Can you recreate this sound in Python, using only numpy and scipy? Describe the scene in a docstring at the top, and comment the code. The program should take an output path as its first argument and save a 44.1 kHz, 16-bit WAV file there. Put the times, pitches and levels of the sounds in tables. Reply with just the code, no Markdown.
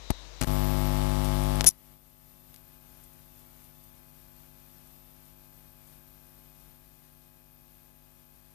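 """Loose audio plug on a line input

There is no microphone. The plug's bare tip touches and lets mains buzz, fizz and thin tones into the left wire.
Contact snaps crackle, and the input stage squeals and rasps as the plug seats. Before the touch the open input
gives dull hiss, hum and a whistle; afterwards there is faint hum, hiss, sputters and a high whine that hops in pitch.
The right wire hears the left only by leakage and has its own hum and hiss."""
import sys
import numpy as np
from scipy import signal
from scipy.fft import rfft, irfft, next_fast_len
from scipy.io import wavfile
from scipy.ndimage import uniform_filter1d

SR = 44100
rng = np.random.default_rng(int(sys.argv[2]) if len(sys.argv) > 2 else 0)


def to_wav(s):
    """Save 16-bit WAV."""
    ch = np.atleast_2d(s).T  # columns
    pcm = np.round(np.clip(ch, -1, 1) * 32767)  # PCM
    wavfile.write(sys.argv[1], SR, pcm.astype(np.int16))


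def boost(x):
    """Linear amplitude factor 10**(x/20) for a level x in decibels (scalar or array-like)."""
    u = np.asarray(x, float) / 20
    return 10 ** u


N = 376613
T = np.arange(N) / SR
MAINS_HZ = 49.886
OPEN_END_S, SEAT_S = .411, 1.692  # the open input ends, the seated plug begins


def curve(rows):
    """Columns of a (time_s, ..) table drawn as lines through every sample."""
    time_s, *columns = np.transpose(rows)
    return [np.interp(T, time_s, column) for column in columns]


def unit(x):
    """Scales a sound to rms 1."""
    return x / np.sqrt(np.mean(x ** 2))


def noise(points):
    """Noise of rms 1, its spectrum shaped by (pitch_hz, level_db) points on a log frequency axis."""
    pitch_hz, level_db = np.transpose(points)
    size = next_fast_len(N)
    f = np.arange(size // 2 + 1) * SR / size + 1
    gain = boost(np.interp(np.log(f), np.log(pitch_hz), level_db))
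    return unit(irfft(rfft(rng.standard_normal(size)) * gain, size)[:N])


def butter(x, hz, kind, order=2):
    """Butterworth filter."""
    sections = signal.butter(order, np.clip(hz, 5, .45 * SR), kind, fs=SR, output="sos")
    return signal.sosfilt(sections, x)


def walk(rate_hz):
    """Smooth random drift of rms 1: noise low-passed at rate_hz."""
    return unit(butter(rng.standard_normal(N), rate_hz, "low"))


def wobbly(hz, spread_hz, rate_hz):
    """A sine of rms 1 whose pitch shivers at random."""
    return np.sqrt(2) * np.sin(2 * np.pi * np.cumsum(hz + spread_hz * walk(rate_hz)) / SR)


def turned(x, radians):
    """The same sound with every frequency turned forward by one phase angle."""
    return np.real(signal.hilbert(x, next_fast_len(N))[:N] * np.exp(1j * radians))


# each pulse edge is followed by a notch in the waveform, which leaves the harmonic levels alone:
# delay, share kept by the edge below and above the knee, knee as a multiple of mains
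NOTCH_S, EDGE_SHARE, TREBLE_SHARE, KNEE = .00062, .8, .35, 30


def mains(rows, orders, turn, shift_hz, share=1):
    """Harmonics starting together at a sharp edge (minimum phase); coupling delays and inverts the low ones."""
    multiple, level_db = np.transpose(rows)
    cepstrum = irfft(np.interp(np.arange(1025) / 2, multiple, np.log(boost(level_db))))
    cepstrum[1:1024] *= 2  # fold onto positive time for minimum phase
    cepstrum[1025:] = 0
    edge = np.exp(rfft(cepstrum))[2 * orders]
    s = 1j * orders * MAINS_HZ / shift_hz
    coupling = (s - 1) / (s + 1)
    late = np.exp(-2j * np.pi * orders * MAINS_HZ * NOTCH_S)
    notch = (share + late) / (1 + share * late)
    lines = np.zeros(1025, complex)
    lines[orders] = edge * coupling * notch * 1024
    cycle = irfft(lines)
    return np.interp((T * MAINS_HZ - turn) % 1, np.arange(2048) / 2048, cycle, period=1)


# rectifier current pulses, one of each sign per cycle; levels are peaks at 0 dB coupling
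# columns: multiple [odd, of mains], level_db [dB]
PULSE_HARMONICS = [(1, -22.5), (3, -25.9), (5, -29.5), (7, -35.5), (9, -48.0), (11, -40.4), (13, -38.3),
                   (15, -43.7), (17, -36.6), (19, -46.3), (21, -42.9), (23, -43.4), (25, -46.1),
                   (27, -48.8), (29, -61.2), (31, -52.1), (33, -52.2), (35, -54.7), (37, -56.9),
                   (39, -58.1), (41, -57.3), (43, -52.9), (45, -57.0), (47, -60.4)]
# the pulse edges carry the odd series on upward
# columns: multiple [of mains], level_db [dB peak at 0 dB coupling]
EDGE_HARMONICS = [(49, -66), (53, -57), (57, -64), (59, -54), (63, -58), (71, -54), (79, -60), (83, -57),
                  (91, -66), (95, -57), (99, -62), (107, -60), (121, -66)]
# supply ripple
# columns: multiple [even, of mains], level_db [dB peak at 0 dB coupling]
RIPPLE_HARMONICS = [(2, -32), (4, -44), (6, -57), (8, -54), (10, -72), (12, -52), (14, -66), (18, -52),
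                    (20, -54), (22, -60), (24, -58), (26, -55), (28, -67), (34, -66), (36, -59), (40, -72),
                    (46, -64), (56, -63), (60, -74)]
EDGE_TURN, RIPPLE_TURN = .165, .34  # where in the mains cycle each starts
EDGE_SHIFT_HZ, RIPPLE_SHIFT_HZ = 60., 130.  # phase turn of the coupling


def buzz():
    """Mains buzz: rectifier pulses of both signs (odd harmonics) plus supply ripple (even harmonics)."""
    odd, even = np.arange(1, 122, 2), np.arange(2, 62, 2)
    share = np.where(odd < KNEE, EDGE_SHARE, TREBLE_SHARE)
    pulses = mains([*PULSE_HARMONICS, *EDGE_HARMONICS], odd, EDGE_TURN, EDGE_SHIFT_HZ, share)
    return pulses + mains(RIPPLE_HARMONICS, even, RIPPLE_TURN, RIPPLE_SHIFT_HZ)


# the bare tip touching, one row per grip
# columns: start_s [s], end_s [s], buzz_db [dB coupling], fizz_db [dB coupling], chatter [0-1 at the start]
GRIP_ROWS = [(.1022, .1095, 8, 2, .3), (.411, .445, -1.5, 0, .75), (.445, .4698, -19, -8, .5),
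             (.4698, 1.607, 0, 0, 0), (1.607, 1.618, -2, 0, .4), (1.618, 1.643, -4, -9, .03),
             (1.643, 1.651, -3, 2, .9), (1.651, 1.662, -7, -11, .05), (1.662, 1.676, -5, -2, .4),
             (1.676, 1.688, -11, -5, .4)]
MAKE_S, BREAK_S, CHATTER_S = .00034, .003, .057  # coupling rises fast, lets go slower; chatter calms down


def grip():
    """Coupling gains of buzz and fizz, and the chatter, as the tip makes and loses contact."""
    gain, chatter = np.full((2, N), 1e-3), np.zeros(N)
    for start_s, end_s, buzz_db, fizz_db, shake in GRIP_ROWS:
        letting_go = np.exp(-np.clip(T - end_s, 0, None) / BREAK_S)
        made = np.clip((T - start_s) / MAKE_S, 0, 1) * letting_go
        gain = np.maximum(gain, np.outer([boost(buzz_db), boost(fizz_db)], made))
        after = T >= start_s
        chatter[after] = shake * np.exp(-(T[after] - start_s) / CHATTER_S)
    return gain[0], gain[1], chatter


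# noise let in with the buzz
# columns: pitch_hz [Hz], level_db [dB per Hz, relative]
FIZZ_SPECTRUM = [(20, 0), (60, -1), (150, -4), (300, -8), (450, -12), (650, -8), (1000, -11), (1500, -16),
                 (2200, -15), (3200, -17), (5000, -17), (6400, -20), (8600, -19), (11000, -18.5),
                 (14300, -17.5)]
# thin tones while touching, each fading over its last 0.15 s
# columns: start_s [s], end_s [s], pitch_hz [Hz], level_db [dB rms at 0 dB coupling, before flutter]
TOUCH_TONES = [(0.414, 1.0, 11670, -52), (0.42, 1.05, 12000, -47), (0.795, 1.03, 12600, -66),
               (1.28, 1.65, 12300, -57), (1.396, 1.65, 12920, -58.5)]
FIZZ_DB, EDGE_FIZZ_DB = -36.5, -47  # steady fizz rms, gain of the flare at each pulse edge
# on every cycle the treble spits after the second pulse, at a random level:
# middle level, scatter, decay in mains cycles
SPIT_DB, SPIT_SCATTER_DB, SPIT_TURNS = -43, 5, .1


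def touch(hum, gain, fizz_gain, chatter):
    """The bare tip lets in buzz, fizz and thin tones; a poor contact shakes the buzz at random."""
    contact = noise([(300, 7.5), (3000, -7.5), (14000, -20.0)])
    edge = np.exp(-((T * MAINS_HZ - EDGE_TURN) % .5) / .031)  # flares twice a cycle
    fizz = boost(FIZZ_DB) * noise(FIZZ_SPECTRUM)
    fizz += boost(EDGE_FIZZ_DB) * edge * butter(rng.standard_normal(N), [1500, 6000], "band")
    turn = T * MAINS_HZ - EDGE_TURN - .5
    cycle_sizes = boost(SPIT_DB + SPIT_SCATTER_DB * rng.standard_normal(N // 800))
    size = cycle_sizes[np.floor(turn).astype(int)]
    spit = np.exp(-(turn % 1) / SPIT_TURNS)
    fizz += size * spit * unit(butter(rng.standard_normal(N), [8000, 11000], "band"))
    tones = np.zeros(N)
    for start_s, end_s, pitch_hz, level_db in TOUCH_TONES:
        sounding = (T > start_s) * np.clip((end_s - T) / .15, 0, 1)
        tones += boost(level_db + 4.6 * walk(25.)) * wobbly(pitch_hz, 12., 40.) * sounding
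    shaken = hum * (1 + .6 * chatter * contact)
    return gain * (shaken + .023 * chatter * contact) + fizz_gain * (fizz + tones)


# contact snaps
# columns: start_s [s], level_db [dB peak], low_hz [Hz], high_hz [Hz], spray_s [s decay]
SNAP_ROWS = [(.1059, -10, 3000, 12000, .0003), (.4112, -19, 5500, 11000, .003),
             (.4145, -15, 500, 9000, .002), (.4255, -17, 1000, 10000, .002), (.4345, -21, 1500, 8000, .002),
             (1.24, -28, 6000, 14000, .02), (1.6093, 0, 60, 5500, .0001), (1.614, -24, 1500, 14000, .003),
             (1.6435, -3, 300, 16000, .0002), (1.648, -12, 1000, 16000, .0003),
             (1.663, -12, 500, 14000, .0003), (1.6705, -14, 200, 3000, .0002),
             (2.5422, -33.5, 1500, 16000, .0025), (2.5618, -32, 1500, 16000, .001)]
# faint treble sputters of the seated plug
# columns: start_s [s], level_db [dB peak]
SPUTTER_ROWS = [(3.035, -40), (3.13, -45), (3.39, -45), (3.64, -43), (3.835, -42), (4.87, -45), (5.25, -44),
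                (5.87, -45)]
SPUTTER_LOW_HZ, SPUTTER_HIGH_HZ, SPUTTER_S = 10000, 14000, .01


def snaps():
    """Contact sparks: a spike, then a spray of smaller sparks dying away; long sprays bury their spike."""
    out = np.zeros(N)
    rows = list(SNAP_ROWS)
    rows += [(s, db, SPUTTER_LOW_HZ, SPUTTER_HIGH_HZ, SPUTTER_S) for s, db in SPUTTER_ROWS]
    chance = rng.standard_normal((len(rows), 2, 2048))
    since = T[:2048]
    for (start_s, level_db, low_hz, high_hz, spray_s), (sign, size) in zip(rows, chance):
        spray = min(spray_s / .003, 1)
        sparks = spray * sign * boost(2.5 * size) * np.exp(-since / spray_s)
        sparks *= np.minimum(since / (spray * spray_s / 3), 1)
        sparks[0] = 1.2 - spray  # the spike
        sparks = butter(butter(sparks, high_hz, "low"), low_hz, "high")
        i = int(start_s * SR)
        out[i:i + 2048] += boost(level_db) * sparks / np.abs(sparks).max()
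    return out


SQUEAL_HZ, RASP_HZ = 9987., 5850.
# it rasps, the tone grows, catches, sags and is cut off as the plug seats
RASP_S, CATCH_S, CUT_S, SILENT_S = 1.6625, 1.672, 1.6908, 1.713
GROW_DB_PER_S, CATCH_DB, HOLD_DB, SAG_S = 3500, -6, -12.5, .003
# rasp levels before its 3 dB trim and flutter
RASP_DB, RASP_CATCH_DB, RASP_CATCH_S, RASP_RISE_S = -17.5, -10, .002, .004
CUT_DB, CUT_DB_PER_S = -36.5, 379  # level and slope from the cut on, before the trims of tone and rasp


def squeal():
    """The input stage oscillates: an unstable tone, and a broken, rasping lower band with a bright spray."""
    since = T - CATCH_S
    cut_db = CUT_DB - CUT_DB_PER_S * (T - CUT_S)
    growing_db = CATCH_DB + GROW_DB_PER_S * since
    sagging_db = HOLD_DB + (CATCH_DB - HOLD_DB) * np.exp(-abs(since) / SAG_S)
    tone_db = np.where(since < 0, growing_db, sagging_db)
    tone_db = np.where(T < CUT_S, tone_db, cut_db - 1)
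    rasp_db = RASP_DB + (RASP_CATCH_DB - RASP_DB) * np.exp(-abs(since) / RASP_CATCH_S)
    rasp_db = np.where(T < CUT_S, rasp_db, cut_db)
    tone = wobbly(SQUEAL_HZ, 60., 300.) * boost(1.4 * walk(900.))
    rasp = unit(butter(rng.standard_normal(N), [RASP_HZ - 700, RASP_HZ + 700], "band", order=3))
    spray = noise([(1500, -19), (4000, -11), (7000, -4), (9000, -3.5), (12000, -2), (14300, -8)])
    broken = boost(rasp_db - 3 + 3 * walk(250.)) * np.clip((T - RASP_S) / RASP_RISE_S, .3, 1)
    sounding = (T > RASP_S) * (T < SILENT_S)
    return sounding * np.array([boost(tone_db) * tone, broken * (rasp + 1.2 * spray)])


# resting pitches of the whine's two tones: at rest, spread apart, raised
# columns: upper_hz [Hz], lower_hz [Hz]
WHINE_STATES = [(13320, 13235), (13630, 12170), (13510, 13425)]
# the whine leaves its rest
# columns: start_s [s], end_s [s], state [row of the table above, from 0]
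WHINE_HOPS = [(1.69, 2.545, 1), (3.07, 3.128, 1), (3.218, 3.45, 1), (3.45, 3.63, 2), (3.63, 3.687, 1),
              (3.687, 3.73, 2), (3.73, 3.906, 1), (4.395, 4.425, 1), (4.684, 4.749, 1), (4.884, 5.148, 1),
              (5.25, 5.3, 1), (5.83, 5.87, 2)]
# the whine settles after seating
# columns: time_s [s], offset_hz [Hz above the resting pitch]
WHINE_SETTLING = [(1.7, 550), (1.74, 750), (1.8, 600), (1.85, 620), (1.89, 800), (1.95, 250), (2.05, 50),
                  (2.2, 0)]
# the pitch shivers more and sits higher on a stronger line, and shivers most around hops
SHIVER_HZ, SHIVER_DB_PER_DB, HOP_SHIVER_HZ, RESTLESS_S, PITCH_HZ_PER_DB = 32, 2, 22.1, .3, 7.5
BEAT_CARRIERS_HZ = (14825., 15725.)
BEAT_DB, SPREAD_BEAT_DB = -15.5, -3.5  # the beats are fainter while the tones are apart


def whine(line_db):
    """Two shivering tones; the lower one beats against two unheard carriers and leaves faint low tones."""
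    state = np.zeros(N, int)
    for start_s, end_s, k in WHINE_HOPS:
        state[(T >= start_s) & (T < end_s)] = k
    span = int(RESTLESS_S * SR)
    hops_near = uniform_filter1d(1. * (np.diff(state, prepend=0) != 0), span) * span
    shiver_hz = SHIVER_HZ * boost(SHIVER_DB_PER_DB * line_db) + HOP_SHIVER_HZ * np.clip(hops_near, 0, 2)
    drift_hz = curve(WHINE_SETTLING)[0] + PITCH_HZ_PER_DB * line_db + shiver_hz * walk(120.)
    upper_hz, lower_hz = np.transpose(WHINE_STATES)[:, state] + drift_hz
    upper = boost(-2. + 2.28 * walk(40.)) * wobbly(upper_hz, 8., 30.)
    lower = boost(-3. + 2. * walk(40.)) * wobbly(lower_hz, 8., 30.)
    beats = sum(wobbly(hz - lower_hz, 6.1, 30.) for hz in BEAT_CARRIERS_HZ)
    beat_db = BEAT_DB + np.where(state == 1, SPREAD_BEAT_DB, 0)
    return upper + lower, boost(beat_db) * beats


# one line level for hum, hiss and whine of the seated plug
# columns: time_s [s], level_db [dB, relative]
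SEATED_LEVEL = [(1.72, 2), (1.74, -3), (1.93, 1), (2.0, -4.5), (2.16, -3.5), (2.31, -1.5), (2.8, 0),
                (6.7, -0.5), (6.83, -2.5), (8.54, -3)]


def seated_level():
    """Line level in dB that hum, hiss and whine share once the plug sits."""
    return curve(SEATED_LEVEL)[0]


# hiss of the seated plug
# columns: pitch_hz [Hz], level_db [dB, relative]
HISS_SPECTRUM = [(18, -28.5), (30, 0), (152, -7.5), (197, -10.5), (249, -13), (487, -21.5), (837, -21.5),
                 (1910, -22.5), (7700, -23.5), (13200, -14.5), (14300, -20)]
HUM_DB, HUM_CUT_HZ, HISS_DB = -29, 130, -54  # gains at 0 dB line level


def seated_noise(hum, line_db):
    """Faint hum, the mains buzz thinned by a gentle high-pass, and slowly breathing hiss."""
    faint = boost(line_db + HUM_DB) * butter(hum, HUM_CUT_HZ, "high", order=1)
    hiss = boost(line_db + HISS_DB) * noise(HISS_SPECTRUM) * boost(.8 * walk(2.7))
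    return faint + hiss


# dull hiss of the open input
# columns: pitch_hz [Hz], level_db [dB, relative]
OPEN_SPECTRUM = [(76, -21), (130, 2), (225, -9), (303, -5), (615, -2), (842, -8), (911, -3.5), (1490, -10),
                 (3680, -8), (6380, -10), (14300, -43)]
# thin whistle on the open input
# columns: time_s [s], level_db [dB rms]
WHISTLE_LEVEL = [(0, -62), (.05, -52), (.12, -49), (.22, -52.5), (.3, -68), (.41, -52)]
OPEN_DB, OPEN_HUM_DB, WHISTLE_HZ = -48, -45, 3860  # both levels rms


def open_input():
    """The unconnected input before the touch: dull hiss, round hum and a thin, shivering whistle."""
    hum = np.sqrt(2) * np.sin(2 * np.pi * (MAINS_HZ * T + .35))
    whistle = boost(curve(WHISTLE_LEVEL)[0]) * wobbly(WHISTLE_HZ, 195., 204.)
    return (T < OPEN_END_S) * (boost(OPEN_DB) * noise(OPEN_SPECTRUM) + boost(OPEN_HUM_DB) * hum + whistle)


def right_wire(left, sparks, high, tone, rasp, line_db, touching):
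    """Stray capacitance leaks the left wire in, treble first, over the right wire's own hum and hiss."""
    leak = boost(-37) * turned(left, 1.5)
    leak += boost(-12) * butter(sparks, 4000., "high")
    leak += boost(-11.5) * turned(high, 1.)
    leak += boost(-12) * turned(tone, 1.)
    leak += boost(-9) * turned(butter(rasp, 3000., "high"), .8)
    own_hum = (boost(-66.) + boost(-54.) * touching) * np.sin(2 * np.pi * (MAINS_HZ * T + .53))
    own_hiss = noise([(30, 9.0), (150, 3.5), (350, -15.0), (1000, -14.0), (5000, -9.5),
                      (9000, -5.5), (12000, 5.5), (14300, 1.5)])
    own_level = (T > SEAT_S) * boost(line_db - 67) + boost(-67) * (T < OPEN_END_S) + boost(-55.) * touching
    return leak + own_hum + own_level * own_hiss


WHINE_DB = -59  # gain of whine and beats at 0 dB line level


def scene():
    """Left carries the loose plug; right gets it by leakage."""
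    hum = buzz()
    line_db = seated_level()
    touching, fizz_gain, chatter = grip()
    seated = T > SEAT_S
    whine_gain = seated * boost(line_db + WHINE_DB)
    high, beats = whine(line_db)
    high = whine_gain * high
    sparks = snaps()
    tone, rasp = squeal()
    left = touch(hum, touching, fizz_gain, chatter) + open_input() + sparks
    left += seated * seated_noise(hum, line_db) + whine_gain * beats
    right = right_wire(left, sparks, high, tone, rasp, line_db, touching)
    return np.array([left + high + tone + rasp, right])


LINE_TOP_HZ = 14290.


def low_pass(x):
    """Removes everything above the highest recorded frequency."""
    return signal.sosfilt(signal.butter(12, 16570, fs=SR, output="sos"), x)


def record(dry):
    """Coupling capacitors block DC, the band ends sharply, the converter clips."""
    size = next_fast_len(N)
    passed = np.arange(size // 2 + 1) * SR / size < LINE_TOP_HZ
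    line = irfft(rfft(butter(dry, 25., "high"), size) * passed, size)[:, :N]
    return low_pass(np.clip(line, -1, 1))


dry = scene()
out = record(dry)
to_wav(out)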